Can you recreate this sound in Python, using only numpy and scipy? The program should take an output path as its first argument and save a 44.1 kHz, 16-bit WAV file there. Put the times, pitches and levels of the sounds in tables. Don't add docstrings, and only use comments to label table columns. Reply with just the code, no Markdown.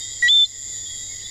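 import sys
import numpy as np
from scipy import signal
from scipy.fft import rfft, irfft
from scipy.io import wavfile
from scipy.ndimage import uniform_filter1d

SR = 44100
rng = np.random.default_rng(int(sys.argv[2]) if len(sys.argv) > 2 else 0)


def transcribe(signal):
    frames = np.atleast_2d(signal).T
    limited = np.clip(frames, -1, 1)
    pcm = np.round(limited * 32767).astype(np.int16)
    wavfile.write(sys.argv[1], SR, pcm)


def undo_db(level):
    steps = np.asarray(level, float) / 20
    return 10 ** steps


N = 57330
T = np.arange(N) / SR

# time in seconds, pitch in Hz.
CRICKET_A = [(0, 6840), (.15, 6840), (.55, 6833), (.8, 6837), (1, 6842), (1.17, 6844), (1.3, 6858)]
CRICKET_B = [(0, 7409), (.3, 7404), (.6, 7397), (1.3, 7392)]
CRICKET_C = [(0, 6955), (.64, 6948), (.9, 6940), (1.3, 6922)]
CRICKET_D = [(0, 4772), (0.602, 4716), (1.3, 4740)]
OVERTONE_NUMBERS = (50, 55, 52, 40)
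# centre in Hz, width in Hz, level at start in dB, level at end in dB, echo delay in ms.
WINGS = [
    (7061, 626, -33.5, -35.5, 2.9),
    (7305, 400, -35.5, -45.5, 3.4),
    (6866, 300, -56, -37, 1.9),
    (4787, 750, -46, -50.5, 4.3),
]
# centre in Hz, width in Hz, level in dB, throbs
FAR_HAZE = [
    (1990, 230, -56, 11, .3),
    (3570, 620, -49.5, 9, .2),
    (7100, 950, -47, 135, .3),
    (4850, 600, -47, 45, .15),
    (5850, 600, -53, 30, .3),
    (8450, 400, -66, 20, .2),
    (10800, 3500, -59, 8, .2),
    (14500, 2000, -72, 8, .2),
]
# middle in seconds, length in seconds, centre in Hz, width in Hz, level in dB.
RUSTLES = [
    (.95, .05, 9300, 700, -52),
    (.97, .05, 10800, 3000, -58),
    (.75, .025, 9500, 3000, -58),
    (.479, .0012, 9500, 3000, -54),
    (1.208, .007, 3200, 700, -50),
    (.2235, .002, 3000, 3000, -42),
]
# frequency in Hz, density in dB per Hz.
AIR_COLOUR = [(20, 0.5), (60, -1), (150, -11.5), (400, -13.5), (1200, -25.5), (2700, -27), (9000, -25.5),
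              (15500, -50.5)]
# start in seconds, length in seconds, pitch in Hz, level in dB.
FAR_HIGH_NOTES = [(-.04, .17, 3697, -46.5), (-.03, .18, 3880, -52), (.01, .17, 3250, -47),
                  (.15, .22, 3247, -46.5), (.07, .1, 3405, -48), (.45, .2, 3340, -50), (.43, .1, 3947, -50),
                  (.56, .15, 3945, -58), (.69, .19, 3512, -48), (.85, .18, 3332, -46),
                  (.89, .12, 3150, -58), (.96, .17, 3790, -46), (1.07, .03, 3322, -49),
                  (1.14, .18, 3870, -52), (1.22, .06, 3500, -44), (1.14, .17, 3250, -57),
                  (.9, .08, 3600, -54), (1.26, .1, 3590, -48)]
# start in seconds, length in seconds, pitch in Hz, level in dB.
FAR_LOW_NOTES = [(0, .08, 1910, -55), (.04, .09, 2005, -50), (.12, .08, 1960, -55), (.53, .08, 1975, -53),
                 (.73, .09, 1890, -55), (.9, .08, 2030, -55), (1.07, .08, 2150, -57),
                 (1.13, .08, 1990, -52)]
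# time in seconds, pitch in Hz, then levels in dB of the fundamental
LOW_NOTE = [
    (.2205, 1880, -50, -50, -62, -75),
    (.2238, 1915, -29, -36, -54, -64),
    (.2256, 1932, -17.5, -37, -45, -52),
    (.229, 1935, -14, -37.5, -41, -46),
    (.246, 1935, -13.8, -38, -39, -40),
    (.249, 1935, -14, -37, -41, -51),
    (.277, 1936, -15.4, -31, -43, -56),
    (.2822, 2005, -20, -19.5, -50, -66),
    (.287, 1985, -34, -37, -66, -75),
]
# time in seconds, pitch in Hz, level in dB.
HIGH_NOTE = [
    (.2805, 2850, -38),
    (.284, 3134, -16.5),
    (.289, 3360, -15.3),
    (.301, 3500, -13.5),
    (.34, 3563, -13.1),
    (.433, 3522, -13.2),
    (.4435, 3545, -14.8),
    (.453, 3505, -29),
    (.461, 3540, -35),
]
# time in seconds, change in dB.
GAIN_STEPS = [(.2957, -.75), (.3016, -.75), (.3098, -.75), (.3128, -.75), (.3166, -.75), (.3453, -.75),
              (.375, -.75)]


def level(x, db):
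    return x * undo_db(db) / np.sqrt(np.mean(x ** 2))


def shaped(x, gain):
    return irfft(rfft(x) * gain(np.arange(N // 2 + 1) * SR / N + 1e-3), N)


def resonance(f, hz, width):
    return np.exp(-2 * ((f - hz) / width) ** 2)


def band(hz, width):
    return level(shaped(rng.standard_normal(N), lambda f: resonance(f, hz, width)), 0)


def walk(rate):
    n = N // 64 + 1
    f = np.arange(n // 2 + 1) * SR / N
    slow = irfft(rfft(rng.standard_normal(n)) / (1 + (f / rate) ** 2) * (f > 0), n)
    return np.interp(T, np.linspace(0, T[-1], n), slow / slow.std())


def bell(mid, length):
    return np.exp(-.5 * ((T - mid) / length) ** 2)


def tail(x, t60, db):
    t = T[:int(t60 * SR)]
    echoes = rng.standard_normal(N)[:len(t)] * undo_db(-60 * t / t60)
    return x + signal.fftconvolve(x, echoes * undo_db(db) / np.sqrt(np.sum(echoes ** 2)))[:N]


def curve(rows, k):
    rows = np.array(rows, float)
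    return np.interp(T, rows[:, 0], rows[:, k])


def turns(hz):
    return 2 * np.pi * np.cumsum(hz) / SR


def cricket(rows, order, hz, width, start_db, end_db, echo_ms):
    second_mode, second_mode_db = 1.185, -25
    echo_db, sweep_ms_per_khz = -7, 1.5
    phase_wander, shimmer_db = .27, 4.5
    stroke_hz = curve(rows, 1) / order
    stroke_phase = turns(stroke_hz)
    song = 0
    for k in range(order - 5, order + 14):
        f = k * stroke_hz.mean()
        wing = resonance(f, hz, width) + undo_db(second_mode_db) * resonance(f, second_mode * hz, width)
        heard = wing * (1 + undo_db(echo_db) * np.exp(-2j * np.pi * f * echo_ms / 1000))
        sweep = np.pi * sweep_ms_per_khz * ((f - hz) / 1000) ** 2
        phase = k * stroke_phase + np.angle(heard) - sweep + phase_wander * walk(10)
        song = song + abs(heard) * np.cos(phase) * undo_db(shimmer_db * walk(1))
    return level(song, 0) * undo_db(start_db + (end_db - start_db) * T / T[-1])


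def crickets():
    pitches = (CRICKET_A, CRICKET_B, CRICKET_C, CRICKET_D)
    return sum(cricket(rows, order, *wing) for rows, order, wing in zip(pitches, OVERTONE_NUMBERS, WINGS))


def whistle(start, length, hz, db, rise_hz):
    edge_s, rise_s, fade_db = .018, .012, 3
    since = T - start
    envelope = np.clip(np.minimum(since, length - since) / edge_s, 0, 1)
    pitch = hz - rise_hz * np.exp(-np.maximum(since, 0) / rise_s)
    return np.sqrt(2) * envelope * undo_db(db + fade_db * walk(17)) * np.sin(turns(pitch))


def chorus(count=70):
    low_rise_hz, high_rise_hz, wood_t60_s = 30, 220, .4
    near = undo_db(.8) * sum(whistle(*row, high_rise_hz) for row in FAR_HIGH_NOTES)
    near = near + sum(whistle(*row, low_rise_hz) for row in FAR_LOW_NOTES)
    crowd = 0
    for k, (a, b, c) in enumerate(np.clip(rng.standard_normal((count, 3)), -1.6, 1.7)):
        start = 1.6 * (k + .5 * a) / count - .3
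        db = -65 + 2.5 * c
        crowd = crowd + whistle(start, .075, 1985 + 72 * b, db, low_rise_hz)
        crowd = crowd + whistle(start, .17, 3570 + 210 * a, db, high_rise_hz)
    return tail(near, wood_t60_s, -12) + tail(crowd, wood_t60_s, 4)


def far_haze():
    haze = 0
    for hz, width, db, rate, depth in FAR_HAZE:
        swell = undo_db(db + walk(3.3))
        haze = haze + swell * band(hz, width) * (1 + depth * np.sin(turns(rate * (1 + .095 * walk(3)))))
    return haze


def rustles():
    return sum(undo_db(db) * bell(mid, length) * band(hz, width) for mid, length, hz, width, db in RUSTLES)


def air_and_hum():
    hz, db = np.array(AIR_COLOUR, float).T
    colour = lambda f: undo_db(np.interp(np.log(f), np.log(hz), db))
    air = level(shaped(rng.standard_normal(N), colour), -49.5)
    hum_hz, hum_db = 100.1, -53.5
    return air + np.sqrt(2) * undo_db(hum_db + .97 * walk(6.5)) * np.sin(2 * np.pi * hum_hz * T)


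def gain_db(smooth_s):
    recover_s, recover_len_s = .49, .2
    down = sum(db * (T > s) for s, db in GAIN_STEPS)
    down = down * np.clip(1 - (T - recover_s) / recover_len_s, 0, 1)
    return uniform_filter1d(down, max(int(smooth_s * SR), 1))


def fading(rows, k):
    ring_t60_s, onset_s = .028, .0012
    ring_db = -60 * np.maximum(T - rows[-1][0], 0) / ring_t60_s
    return undo_db(curve(rows, k) + ring_db) * np.clip((T - rows[0][0]) / onset_s, 0, 1)


def frog():
    low_phase = turns(curve(LOW_NOTE, 1))
    high_phase = turns(uniform_filter1d(curve(HIGH_NOTE, 1), size=90))
    low = 0
    for column, partial in ((2, 1), (3, 2), (4, 3), (5, 5)):
        low = low + fading(LOW_NOTE, column) * np.sin(partial * low_phase)
    wobble = undo_db(.18 * walk(39.9))
    high = fading(HIGH_NOTE, 2) * wobble * (np.sin(high_phase) + undo_db(-47) * np.sin(3 * high_phase))
    squeak = undo_db(-30.5) * bell(.4563, .004) * np.sin(2 * np.pi * 4130 * T)
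    snap = undo_db(-31) * bell(.2825, .0045) * band(3900, 2600)
    call = tail(np.sqrt(2) * (low + high + squeak) + snap, .08, -34)
    return call * undo_db(-gain_db(.03))


def scene():
    near = frog() + crickets()
    far = chorus() + far_haze()
    return (near + far + rustles() + air_and_hum())[None]


def low_pass(x):
    return signal.sosfilt(signal.butter(12, 15630, fs=SR, output="sos"), x)


def record(dry):
    mix = dry * undo_db(gain_db(.00015))
    return low_pass(mix)


dry = scene()
out = record(dry)
transcribe(out)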